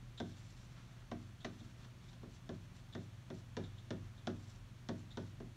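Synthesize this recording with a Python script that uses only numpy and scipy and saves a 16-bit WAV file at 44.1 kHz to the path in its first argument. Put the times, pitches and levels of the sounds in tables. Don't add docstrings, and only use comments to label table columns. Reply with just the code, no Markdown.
import sys
import numpy as np
from scipy import signal
from scipy.fft import rfft, irfft
from scipy.io import wavfile

SR = 44100
rng = np.random.default_rng(int(sys.argv[2]) if len(sys.argv) > 2 else 0)


def bounce(signal):
    frames = np.transpose(np.atleast_2d(signal))
    limited = np.clip(frames, -1, 1)
    pcm = np.round(limited * 32767).astype(np.int16)
    wavfile.write(sys.argv[1], SR, pcm)


N = 245195


def amp(db):
    return 10 ** (np.asarray(db) / 20)


def unit(x):
    return x / np.sqrt(np.mean(x ** 2) + 1e-20)


def read(points, hz):
    f, value = np.transpose(points)
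    return np.interp(np.log(hz + 1), np.log(f + 1), value)


def add(mix, s, sound):
    start = round(s * SR)
    sound = sound[max(-start, 0):]
    part = mix[max(start, 0):][:len(sound)]
    part += sound[:len(part)]


def colour(x, points, tilt_db=0):
    hz = np.fft.rfftfreq(len(x), 1 / SR)
    gain = amp(read(points, hz) + tilt_db * np.log2(hz + 1))
    return unit(irfft(rfft(x) * gain, len(x)))


def band(x, low_hz, high_hz, order=2):
    sections = signal.butter(order, [low_hz, high_hz], "band", fs=SR, output="sos")
    return signal.sosfilt(sections, x)


def drift(size, rate):
    hz = np.fft.rfftfreq(size, 1 / SR)
    smooth = np.exp(-(hz / rate) ** 2) * (hz > 0)
    return unit(irfft(rfft(rng.standard_normal(size)) * smooth, size))


def die_away(x, t60):
    hz, t, z = signal.stft(x, SR, nperseg=256)
    decay = amp(-60 * t / read(t60, hz)[:, None])
    return signal.istft(z * decay, SR)[1][:len(x)]


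def background(waver_db=0.8, wander_rad=0.39):
    # (frequency [Hz], mean level [dB])
    hum_lines = [(97.5, -72.5), (119.9, -58.5), (651, -88), (3400, -88.5), (3764, -108)]
    # (frequency [Hz], relative level [dB per Hz])
    rumble_spectrum = [(12, -38), (27, -11), (39, 5), (52, -4.5), (80, -2), (100, -3.5), (135, -1),
                       (175, -5), (250, -10), (350, -32.5), (600, -42), (2000, -82)]
    # (frequency [Hz], relative level [dB per Hz])
    hiss_spectrum = [(210, -15.5), (350, 2.5), (437, -9), (537, -4.5), (600, -5), (798, -6.5), (892, -6.5),
                     (1050, -6), (2710, -10), (2980, -10), (5530, -16), (6180, -15), (7960, -21.5),
                     (9480, -22), (15500, -32.5)]
    rumble_db, hiss_db = -58.5, -67
    t = np.arange(N) / SR
    hum = np.zeros(N)
    for hz, db in hum_lines:
        level = amp(db + waver_db * drift(N, 1.5))
        hum += level * unit(np.sin(2 * np.pi * hz * t + wander_rad * drift(N, 14)))
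    rumble = amp(rumble_db) * colour(rng.standard_normal(N), rumble_spectrum)
    hiss = amp(hiss_db) * colour(rng.standard_normal(N), hiss_spectrum)
    return hum + rumble + hiss


def echo(x, db, wall_s=.0051):
    out = x.copy()
    add(out, wall_s, amp(db) * x)
    return out


def room(x, wall_db, wet_db, build_s=0.0026):
    # (frequency [Hz], decay time t60 [s])
    tail_t60 = [(150, 0.28), (500, 0.26), (1500, 0.28), (4000, 0.2), (10000, 0.26)]
    t = np.arange(SR // 2) / SR
    tail = die_away(rng.standard_normal(len(t)), tail_t60) * (1 - np.exp(-t / build_s))
    tail /= np.linalg.norm(tail)
    return echo(x, wall_db) + amp(wet_db) * signal.fftconvolve(x, tail)[:len(x)]


def squeaks(waver=0.05, waver_rate=500, flutter_db=3, tone_db=-5, scrape_db=-3, linger_db=-13, linger_s=0.15):
    # (start [s], level before the room [dB], mean pitch [Hz])
    squeak_list = [(0.172, -54, 3600), (1.401, -61.5, 3450), (1.595, -66, 3550), (1.808, -70, 3380),
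                   (2.080, -67.5, 3550), (2.923, -58.5, 3680), (3.635, -60.5, 3540), (3.775, -62, 3620),
                   (4.171, -68, 3630), (5.105, -60.5, 3730)]
    # (frequency [Hz], relative level [dB per Hz])
    scrape_spectrum = [(300, -28), (1400, -13.5), (2600, -18), (3100, -9), (3550, 3.5), (4200, -6.5),
                       (4900, -13), (6200, -24), (7300, -11.5), (8500, -37), (16000, -50)]
    rise_s = 0.0091
    out, t = np.zeros(N), np.arange(SR // 4) / SR
    rise = t / rise_s
    burst = (rise * np.exp(1 - rise)) ** 2
    linger = amp(linger_db) * np.minimum(rise, 1) * np.exp(-t / linger_s)
    grip = burst + linger
    for s, db, hz in squeak_list:
        pitch = hz * (1 + waver * drift(len(t), waver_rate))
        tone = unit(np.sin(2 * np.pi * np.cumsum(pitch) / SR))
        scrape = colour(rng.standard_normal(len(t)), scrape_spectrum)
        chatter = unit(amp(flutter_db * np.tanh(drift(len(t), 300))))
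        add(out, s, amp(db) * grip * chatter * (amp(tone_db) * tone + amp(scrape_db) * scrape))
    return out


def swing(size, peak_share=0.34):
    angle = np.interp(np.linspace(0, 1, size), [0, peak_share, 1], [0, np.pi / 2, np.pi])
    return np.sin(angle)


def rubbing(grain_db=2.0, grain_rate=250, uneven_db=2.5, uneven_rate=25):
    # (start [s], length [s], relative top speed [dB], pressure as added level [dB])
    stroke_list = [(0.191, .66, 1.5, -1.5), (0.761, .27, -21, 7), (1.17, 0.14, -1, -4.5),
                   (1.49, 0.26, -5.5, 1.5), (1.765, .13, -13, 5.5), (1.993, 0.16, -7, 1),
                   (2.282, .12, 4.5, -3.5), (2.528, 0.14, -4, -1.5), (2.727, .10, -1, -1),
                   (2.998, 0.063, 7, -5), (3.332, .09, 10.5, -7.5), (3.599, 0.18, -19, 4.5),
                   (3.942, .15, -21, 5.5), (4.339, 0.26, 4, -2), (4.944, 0.085, 2, -2.5),
                   (5.192, 0.13, 0.5, -1.5)]
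    # (frequency [Hz], relative level [dB per Hz])
    felt_spectrum = [(100, -49), (300, -13), (800, -8.5), (1400, 4.5), (2300, -0.5), (3650, 3.5), (4800, 3),
                     (5600, 0.5), (6050, 3), (6550, -6.5), (7250, -0.5), (8300, -11.5), (11000, -22),
                     (16000, -28)]
    rub_db, rub_tilt_db, rub_power = -75.5, -6, 0.1
    swish_db, swish_tilt_db, swish_power = -72.5, 6, 0.87
    out = np.zeros(N)
    for start, length, speed_db, pressure_db in stroke_list:
        size = round(length * SR)
        speed = amp(speed_db) * swing(size)
        roughness_db = grain_db * drift(size, grain_rate) + uneven_db * drift(size, uneven_rate)
        slips = rng.standard_normal(size) * amp(roughness_db)
        rub = colour(slips, felt_spectrum, rub_tilt_db)
        swish = band(colour(slips, felt_spectrum, swish_tilt_db), 1500, 10000)
        add(out, start, amp(rub_db + pressure_db) * speed ** rub_power * rub)
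        add(out, start, amp(swish_db + pressure_db) * speed ** swish_power * swish)
    return out


def ring(t, hz, db, t60):
    return amp(db) * np.exp(-np.log(1000) * t / t60) * np.sin(2 * np.pi * hz * t)


def harden(x, tilt_db, knee_hz=330, top_hz=5000):
    hz = abs(np.fft.fftfreq(len(x), 1 / SR))
    octaves = np.log2(np.hypot(1, hz / knee_hz) / np.hypot(1, hz / top_hz))
    log_gain = np.log(amp(tilt_db * octaves))
    return np.fft.ifft(np.fft.fft(x) * np.exp(np.conj(signal.hilbert(log_gain)))).real


def taps(panel_db=-42, swell_s=0.011, spread_s=0.00079, lag_s=0.00094):
    # (time [s], force [dB], hardness [dB per octave], place [0 high on the board to 1 lower down])
    tap_list = [(0.2013, -0.5, 0, 0.29), (1.115, -5, 1, 0.065), (1.4463, -5.5, 4, 0.33),
                (1.605, -11.5, -12.5, 0.076), (1.847, -27.5, 5.5, 0.5), (2.130, -31.5, 6.5, .6),
                (2.231, -8.5, -3, 0.81), (2.4919, -1.5, -2, 0.63), (2.950, -2, -1, 0.48),
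                (3.3026, -3, -1.5, 0.67), (3.568, 1, 0, 0.82), (3.9061, 1, -0.5, 0.56),
                (4.271, 1.5, 0.46, 0.28), (4.888, 1.5, 0, 0.31), (5.172, -1, 0, 0.58),
                (5.402, -6, -3, 0.56)]
    # (frequency [Hz], level struck high [dB], level struck lower [dB], decay time t60 [s])
    board_modes = [(98.26, -46, -47.5, 1.54), (136.6, -80, -55.5, 0.98), (163.9, -46, -42, 0.44),
                   (188.8, -36.5, -41.5, 0.24), (208, -58.5, -37.5, 0.29), (235.1, -34.5, -54, 0.37),
                   (256, -45, -44, 0.3), (283.5, -53.5, -41, 0.25), (301, -41, -57.5, 0.41),
                   (315.5, -50, -71, 0.26), (339, -49, -54.5, 0.33), (366.7, -43.5, -39, 0.2),
                   (382.9, -48, -49, 0.24), (427.6, -58, -49.5, 0.26), (443.7, -58, -41, 0.14),
                   (479.5, -36, -71, 0.091), (531, -46.5, -44.5, 0.14), (555, -47, -52, 0.11),
                   (643, -50, -58, 0.26), (662, -57, -61, 0.22), (696, -40, -70, 0.17),
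                   (720, -44, -64, 0.085)]
    # (frequency [Hz], level struck high [dB], level struck lower [dB], length [s])
    thump_packets = [(217, -35, -33.5, 0.0132), (355.7, -50.5, -37, 0.015), (680.4, -37.5, -54.5, 0.014),
                     (1060, -44.5, -72, 0.0082)]
    # (frequency [Hz], level [dB], decay time t60 [s])
    barrel_modes = [(3484, -43.5, 0.0057), (5560, -42, 0.0019), (7940, -49, 0.00074)]
    # (frequency [Hz], relative level [dB per Hz])
    panel_spectrum = [(100, -31), (400, 2), (750, -3), (1100, -5.5), (1700, -2.5), (2400, -12.5),
                      (3500, -7.5), (4700, -18), (6200, -20.5), (8000, -40), (12000, -46), (16000, -53)]
    # (frequency [Hz], decay time t60 [s])
    panel_decay = [(300, 0.22), (1000, 0.075), (3500, 0.026), (9000, 0.072)]
    tick_base_db, tick_per_force, tick_per_hardness = 4, 1.96, 1.6
    out, t = np.zeros(N), np.arange(SR) / SR
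    travel = rng.random(len(board_modes))
    tick = sum((-1) ** k * ring(t, *mode) for k, mode in enumerate(barrel_modes))
    tick = band(tick, 2370, 8600, order=4)
    for s, force_db, hardness_db, place in tap_list:
        thump = np.zeros(SR)
        for k, (hz, high_db, low_db, length) in enumerate(thump_packets):
            level = (-1) ** k * amp(high_db + place * (low_db - high_db))
            packet = np.sin(np.pi * np.minimum(t / length, 1)) ** 2
            thump += level * packet * np.sin(2 * np.pi * hz * (t - lag_s))

        waves = die_away(colour(rng.standard_normal(SR), panel_spectrum), panel_decay)
        waves = band(waves * amp(panel_db) * (1 - np.exp(-t / spread_s)), 180, 10000)

        modes = np.zeros(SR)
        for k, (hz, high_db, low_db, t60) in enumerate(board_modes):
            modes += ring(t + travel[k] / hz, hz, high_db + place * (low_db - high_db), t60)
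        modes *= 1 - np.exp(-t / swell_s)

        panel = thump + modes + room(waves, wall_db=-17, wet_db=-6.5)
        board = amp(force_db) * harden(panel, hardness_db)
        tick_db = tick_base_db + tick_per_force * force_db + tick_per_hardness * hardness_db
        add(out, s, board + amp(tick_db) * room(tick, wall_db=-7.0, wet_db=-5.5))
    return out


def scene():
    drawing = room(rubbing() + squeaks(), wall_db=-17.5, wet_db=-6.5)
    return (background() + drawing + taps())[None]


def record(dry):
    # (centre [Hz], distance from centre where the dip falls to 1/e [Hz], depth [dB])
    port_dips = [(4940, 190, -4.5), (8430, 350, -2), (10550, 620, -4.5)]
    edge_hz = 15800
    hz = np.fft.rfftfreq(N, 1 / SR)
    port_db = sum(db * np.exp(-((hz - centre) / width) ** 2) for centre, width, db in port_dips)
    heard = irfft(rfft(dry) * amp(port_db), N)
    low_pass = signal.firwin(511, edge_hz, window=("kaiser", 9), fs=SR)
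    return signal.oaconvolve(heard, low_pass[None], "same")


dry = scene()
out = record(dry)
bounce(out)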